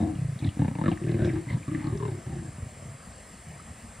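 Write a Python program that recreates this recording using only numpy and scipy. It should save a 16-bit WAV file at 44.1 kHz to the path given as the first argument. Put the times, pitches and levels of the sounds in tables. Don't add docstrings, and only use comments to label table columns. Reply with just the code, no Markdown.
import sys
import numpy as np
from scipy import signal
from scipy.fft import rfft, irfft
from scipy.io import wavfile
from scipy.ndimage import uniform_filter1d

SR = 44100
rng = np.random.default_rng(int(sys.argv[2]) if len(sys.argv) > 2 else 0)


def boost(x):
    u = np.asarray(x, float) / 20
    return 10 ** u


def generate_wav(signal):
    frames = np.transpose(np.atleast_2d(signal))
    scaled = np.clip(frames, -1, 1) * 32767
    pcm = np.round(scaled).astype(np.int16)
    wavfile.write(sys.argv[1], SR, pcm)


N = 176400

# first flap in seconds, last flap in seconds, level of the first in dB,
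# level of the last in dB, slowing of the flaps from -1 to 1.
GROWLS = [(.001, 0.138, -25, -38, 0.055), (0.155, .398, -33, -41, 0.11), (0.421, .446, -30.5, -23.5, 0),
          (0.566, 0.617, -32.5, -23, -0.0015), (0.646, 0.712, -24, -33.5, -0.00084),
          (0.753, 0.786, -30.5, -28, 0), (0.814, 0.82, -23.5, -20, 0), (0.838, 0.88, -23.5, -20.5, 0),
          (0.915, 0.92, -23, -31, 0), (1.013, 1.142, -31.5, -25.5, -0.02),
          (1.166, 1.299, -27, -27.5, 0.025), (1.329, 1.425, -29.5, -47, -0.0994),
          (1.468, 1.598, -34.5, -39, 0.0075), (1.678, 1.803, -28.5, -34, -0.028),
          (1.841, 1.897, -30.5, -34.5, 0), (1.922, 1.973, -32.5, -37.5, -0.0039),
          (2, 2.079, -33.5, -32.5, 0.047), (2.113, 2.2, -31, -52, 0.0011),
          (2.263, 2.475, -35, -40.5, -0.0019), (2.582, 2.658, -38, -38.5, -0.028),
          (2.820, 2.940, -41, -48, -0.0098), (3.466, 3.552, -44.5, -43, 0)]
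BREATHINESS = (.2, .3, .55, .35, .15, .15, .1, .15, .45, .3, .42, .5, .7, .5, .5, .4, .25, .35, .8, .35,
               .75, .85)


def evened(x):
    return x / np.sqrt(np.mean(x ** 2) + 1e-20)


def read(points, hz):
    f, value = np.transpose(points)
    return np.interp(np.log(hz + 1), np.log(f + 1), value)


def add(mix, s, sound):
    part = mix[round(max(s, 0) * SR):][:len(sound)]
    part += sound[:len(part)]


def resonate(x, hz, width):
    turn = np.exp(2j * np.pi * np.cumsum(hz * np.ones(len(x))) / SR)
    r = np.exp(-np.pi * width / SR)
    return 2 * (turn * signal.lfilter([1 - r], [1, -r], x / turn)).real


def steep(x, hz, width):
    return resonate(resonate(x, hz, 1.656 * width), hz, 1.64 * width)


def vocal_folds():
    flap_counts = (12, 8, 2, 3, 3, 2, 1, 3, 2, 6, 6, 5, 5, 5, 3, 3, 4, 4, 8, 3, 5, 4)
    timing_s, swell_db, jitter_db = .0008, 2.5, .9
    slap, softening = 0.64, .48
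    flaps, puffs = np.zeros(N), np.zeros(N)
    for (first, last, first_db, last_db, slowing), share, count in zip(GROWLS, BREATHINESS, flap_counts):
        u = np.linspace(0, 1, count)
        loud_luck, slap_luck, time_luck = rng.standard_normal((3, count))
        seconds = first + (u - slowing * u * (1 - u) * 2) * (last - first) + timing_s * time_luck
        at = (seconds * SR).astype(int).clip(0)
        level_db = first_db + (last_db - first_db) * u + swell_db * np.sin(np.pi * u)
        size = boost(level_db + jitter_db * loud_luck)
        flaps[at] += size * (1 - softening * share)
        flaps[at + (320 + 60 * slap_luck).astype(int)] += slap * size
        flaps[at + (680 - 90 * slap_luck).astype(int)] += slap * share * size
        puffs[at] += size
    return flaps, puffs


def breath(puffs, share):
    puff_s, leak = 0.0059, 2.0
    fall = np.exp(-1 / (puff_s * SR))
    dying = signal.lfilter([1], [1, -fall], puffs)
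    gate = signal.lfilter([.04], [1, -.96], dying)
    air = rng.standard_normal(N) * np.sqrt(2 * (1 - fall))
    return (gate + leak * share * uniform_filter1d(gate, size=1800)) * air


def growls():
    # chest in Hz, throat in Hz, throat in dB, mouth in Hz, mouth in dB.
    tracts = [(177, 315, -4.5, 708, -13), (120, 163, 7.5, 610, -26), (150, 319, 1.5, 760, -23.5),
              (150, 291, 0.5, 744, -18), (150, 283, -5, 890, -17.5), (152, 290, -3.5, 820, -11.5),
              (158, 300, -3, 980, -11), (170, 316, -5, 1290, -17), (168, 348, -5, 704, -16.5),
              (135, 349, 2.5, 440, -20.5), (145, 353, 0, 545, -19), (108, 325, 8, 820, -23),
              (150, 314, -5.5, 994, -20), (150, 299, 4, 1220, -24), (135, 304, 2.5, 1150, -18),
              (125, 387, 2.5, 1060, -21), (108, 394, 4, 1010, -9), (103.5, 346, 2, 680, -24),
              (130, 346, -5, 730, -23), (102, 255, -16, 470, -25), (110, 186, -8, 590, -23),
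              (150, 173, 3.5, 540, -44)]
    # centre in Hz, width in Hz, level in dB.
    upper = [(555, 81, -5), (1714, 160, -8), (2074, 140, -13), (2810, 170, -18.5), (3700, 360, -21.5)]
    rasp_levels = [-23, -31, -24, -20.5, -16, -14, -15.5, -12.5, -21, -18.5, -19.5, -18.5, -21, -20, -19.5,
                   -17, -12, -18, -23, -27, -30, -50]
    belly_levels = [-2, 3.5, -1, 2, -2, 0.5, -5, -9, 0, -1, 0.5, -2, 4, -3, -3, 4, -6, -2.5, -3.5, -5, -3.5,
                    -4.5]
    lag_s, low_noise, mouth_wander = 0.00287, .48, .03
    chest_width, throat_width, mouth_width, belly_width = 74, 42, 100, 60

    hold = [s for a, b, *_ in GROWLS for s in (a + (b - a) / 4, b - (b - a) / 4)]
    t = np.arange(N) / SR

    def glide(values):
        return np.interp(t, hold, np.repeat(values, 2))

    chest_hz, throat_hz, throat_db, mouth_hz, mouth_db = (glide(c) for c in np.transpose(tracts))
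    share, rasp_db, belly_db = glide(BREATHINESS), glide(rasp_levels), glide(belly_levels)
    unsteady = evened(uniform_filter1d(rng.standard_normal(N), size=1000))
    mouth_hz = mouth_hz * (1 + mouth_wander * unsteady)

    flaps, puffs = vocal_folds()
    air = breath(puffs, share)
    drive = np.roll(flaps, int(lag_s * SR)) + low_noise * share * air
    rasp = 2.02 * share * air + uniform_filter1d(flaps, size=6)

    low = steep(drive, chest_hz, chest_width)
    low += boost(belly_db) * steep(drive, 90.3, belly_width)
    low -= boost(throat_db) * steep(drive, throat_hz, throat_width)
    high = boost(mouth_db) * steep(rasp, mouth_hz, mouth_width)
    for hz, width, db in upper:
        high += boost(db + rasp_db) * steep(rasp, hz, width)
    return boost(46) * (low + high)


def spit(start, length, db, hz, width):
    t = np.arange(int(.25 * SR)) / SR
    air, flutter = rng.standard_normal((2, len(t)))
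    flutter_db = 5 * np.tanh(evened(uniform_filter1d(flutter, size=200)))
    shape = np.sin(np.pi * np.clip(t / length, 0, 1)) ** .5 * boost(flutter_db)
    return start, boost(db) * evened(steep(air, hz, width)) * shape


def thump(start, db, hz):
    cycles = 1.46
    turns = np.arange(2500) / SR * hz
    push = np.sin(np.pi * np.clip(turns / cycles, 0, 1))
    return start, boost(db) * np.sin(2 * np.pi * turns) * push


def snap(start, db, hz):
    decay_s, ring_q = .004, 9
    t = np.arange(1500) / SR
    burst = rng.standard_normal(len(t)) * np.exp(-t / decay_s) * np.minimum(t * 2000, 1)
    crack = steep(burst, hz, hz / ring_q)
    return start, boost(db) * crack / abs(crack).max()


def scatter(x, t60, size):
    sparse = rng.choice([-1., 1.], size) * (rng.random(size) < .05)
    taps = sparse * boost(-60 * np.arange(size) / SR / t60)
    return signal.fftconvolve(x, taps / np.linalg.norm(taps))[:N]


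def cats():
    # start in seconds, length in seconds, level in dB, centre in Hz, width in Hz.
    spits = [(0, 0.039, -60, 3680, 90), (0.389, 0.023, -58, 3700, 495), (0.411, 0.045, -52.5, 2300, 350),
             (1.063, 0.06, -49, 1700, 500), (1.186, 0.14, -46.5, 1580, 221), (1.231, 0.075, -53, 2350, 260),
             (1.235, .05, -60, 5200, 1200), (.44, .055, -56, 3460, 900), (1.485, 0.068, -59, 3700, 903),
             (.88, 0.059, -59, 3150, 900), (1.317, 0.1, -56, 1750, 600), (1.354, 0.0334, -49.5, 930, 200),
             (1.477, 0.073, -46, 1990, 200), (1.683, 0.21, -54, 1900, 503), (1.79, .15, -53, 850, 90)]
    # start in seconds, peak in dB, ring in Hz.
    snaps = [(.152, -46, 2950), (.389, -43, 3860), (.4439, -39, 3700), (.4623, -41.5, 3700),
             (.472, -39.5, 2000), (.489, -41, 2870), (0.68, -40, 2420), (0.751, -40.5, 2310),
             (.8574, -31, 1760), (.8889, -45, 3650), (.9143, -37, 2900), (.924, -40.5, 2290),
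             (0.973, -33.5, 1760), (1.036, -44, 2600), (1.0849, -43, 2500), (1.1134, -46, 3810),
             (1.1408, -37, 2100), (1.187, -38, 1580), (1.2186, -47, 2800), (1.2461, -42, 3520),
             (1.292, -33, 2200), (1.299, -34, 1840), (1.335, -49, 4520), (1.5015, -53, 3470),
             (1.5299, -48, 3980), (1.629, -41.5, 2270), (1.748, -29.5, 1840), (1.772, -38.5, 1256),
             (1.84, -48, 4200), (1.8682, -45.5, 4180), (1.9734, -47.5, 3620), (1.974, -47, 5600),
             (2.0527, -47, 2570), (2.0787, -50, 3700), (3.596, -41.5, 1360)]
    # start in seconds, peak in
    # dB, pitch in Hz.
    thumps = [
        (.466, -23.5, 103),
        (0.477, -18, 118),
        (1.524, -22, 150),
        (1.542, -20, 150),
        (1.549, -21, 150),
        (1.571, -27.5, 191),
        (2.19, -34.5, 188),
        (2.624, -27, 94),
    ]
    sound = growls()
    for play, rows in ((spit, spits), (snap, snaps), (thump, thumps)):
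        for row in rows:
            add(sound, *play(*row))
    return sound + boost(-10.5) * scatter(sound, t60=0.44, size=12000)


def cricket(hz, width, db, rate):
    slide_hz, fuzz_share, chirp_depth = 75, .2, .7
    turns = np.cumsum(rate * np.ones(N)) / SR + rng.random()
    drift = evened(uniform_filter1d(rng.standard_normal(N), size=900))
    pitch = hz - slide_hz * np.sin(2 * np.pi * turns) + width * drift
    fuzz = evened(steep(rng.standard_normal(N), pitch, width))
    whistle = np.sin(2 * np.pi * np.cumsum(pitch) / SR) + fuzz_share * fuzz
    return boost(db) * evened(whistle * (1 + chirp_depth * np.cos(2 * np.pi * turns)))


def crickets():
    # time in seconds, rate in chirps per second, level in dB.
    near = [(0, 49, -68), (.5, 42.5, -81), (1.2, 41, -69), (1.9, 42, -66), (2.6, 43, -62), (3.2, 46, -63),
            (4, 44, -63.5)]
    # pitch in Hz, width in Hz, dB at start, dB at end, chirps per second.
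    far = [(8450, 25, -78, -64, 43), (9710, 40, -78, -70, 42)]
    t = np.arange(N) / SR
    s, rate, db = np.transpose(near)
    sound = cricket(7490, 25, np.interp(t, s, db), np.interp(t, s, rate))
    for hz, width, start_db, end_db, chirps in far:
        sound += cricket(hz, width, start_db + (end_db - start_db) * t / t[-1], chirps)
    return sound


def bed(shape, db, patchy_db):
    hz = np.fft.rfftfreq(1024, 1 / SR)
    a, b, patches = rng.standard_normal((N // 256 + 5, 513, 3)).T
    patches = uniform_filter1d(uniform_filter1d(patches, size=8, axis=0), size=12, axis=1)
    inside = (hz >= shape[0][0]) & (hz <= shape[-1][0])
    colour = boost(read(shape, hz)[:, None] + patchy_db * evened(patches)) * inside[:, None]
    noise = signal.istft((a + 1j * b) * colour, nperseg=1024, noverlap=768)[1][:N]
    return boost(db) * evened(noise)


def bush():
    # frequency in Hz, level in dB per Hz.
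    hum = [(15, -43), (25, 4.5), (75, 6.5), (159, -6), (192, 5), (278, -14.5), (714, -8.5), (888, -18.5),
           (1400, -13), (1820, -55), (3080, -120)]
    # frequency in Hz, level in dB per Hz.
    air = [(820, -11), (1400, -5), (1970, -2), (2450, -7), (3820, -15), (4370, -12.5), (7000, -16),
           (9100, -47), (15400, -120)]
    # frequency in Hz, level in dB per Hz.
    chorus = [(6800, -14), (7300, -4.5), (8200, -4), (9900, -8.5), (11300, -18.5), (12200, -21.5),
              (15700, -23.5)]
    return bed(hum, -47, patchy_db=2.0) + bed(air, -56, patchy_db=1.56) + bed(chorus, -60, patchy_db=0.7)


def scene():
    mix = cats() + crickets() + bush()
    return np.array([mix, mix])


def wide_stereo(mid):
    # frequency in Hz, left minus right in dB.
    balance = [(92, 0), (210, 1.5), (330, 2.5), (500, 5.5), (770, 6.8), (1170, 2.5), (1500, -2), (1760, 0)]
    # frequency in Hz, level in dB.
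    loose = [(60, -50), (140, -29), (330, -16.5), (600, -15), (1200, -4), (1700, -19), (5300, -6.5),
             (15000, -3)]
    mono_from, mono_to, loose_share = 1760, 5180, .9
    hz = np.fft.rfftfreq(N, 1 / SR)
    ratio = boost(read(balance, hz) * (hz < mono_from))
    late = loose_share * rfft(scatter(mid, t60=.15, size=5000)) - 1j * rfft(mid)
    side = rfft(mid) * (ratio - 1) / (ratio + 1) + late * boost(read(loose, hz))
    side = irfft(side * ((hz < mono_from) | (hz > mono_to)), N)
    return np.array([mid + side, mid - side])


def patchy_top(x):
    gate_hz, threshold, shut_db = 11500, .15, -40
    hz, t, z = signal.stft(x, SR, nperseg=2048)
    luck = uniform_filter1d(rng.standard_normal((len(t), 96)), size=2, axis=0)
    luck = luck + 0.38 * uniform_filter1d(rng.standard_normal((len(t), 1)), size=3, axis=0)
    shut = np.repeat(luck.T < threshold, 12, axis=0)[:len(hz)] & (hz > gate_hz)[:, None]
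    return signal.istft(z * boost(shut_db * shut), SR, nperseg=2048)[1][:, :N]


def top_cut(x):
    return signal.sosfilt(signal.butter(12, 15730, fs=SR, output="sos"), x)


def record(dry):
    bass_cut = signal.butter(3, 52, "high", fs=SR, output="sos")
    mid = signal.sosfilt(bass_cut, dry.mean(0))
    mid = mid - .65 * resonate(mid, 1410, 160)
    power_db = 10 * np.log10(abs(uniform_filter1d(mid ** 2, size=12000)) + 1e-12)
    gain = 1 / boost(0.017 * (power_db - 12.5))
    return top_cut(patchy_top(wide_stereo(mid) * gain))


dry = scene()
out = record(dry)
generate_wav(out)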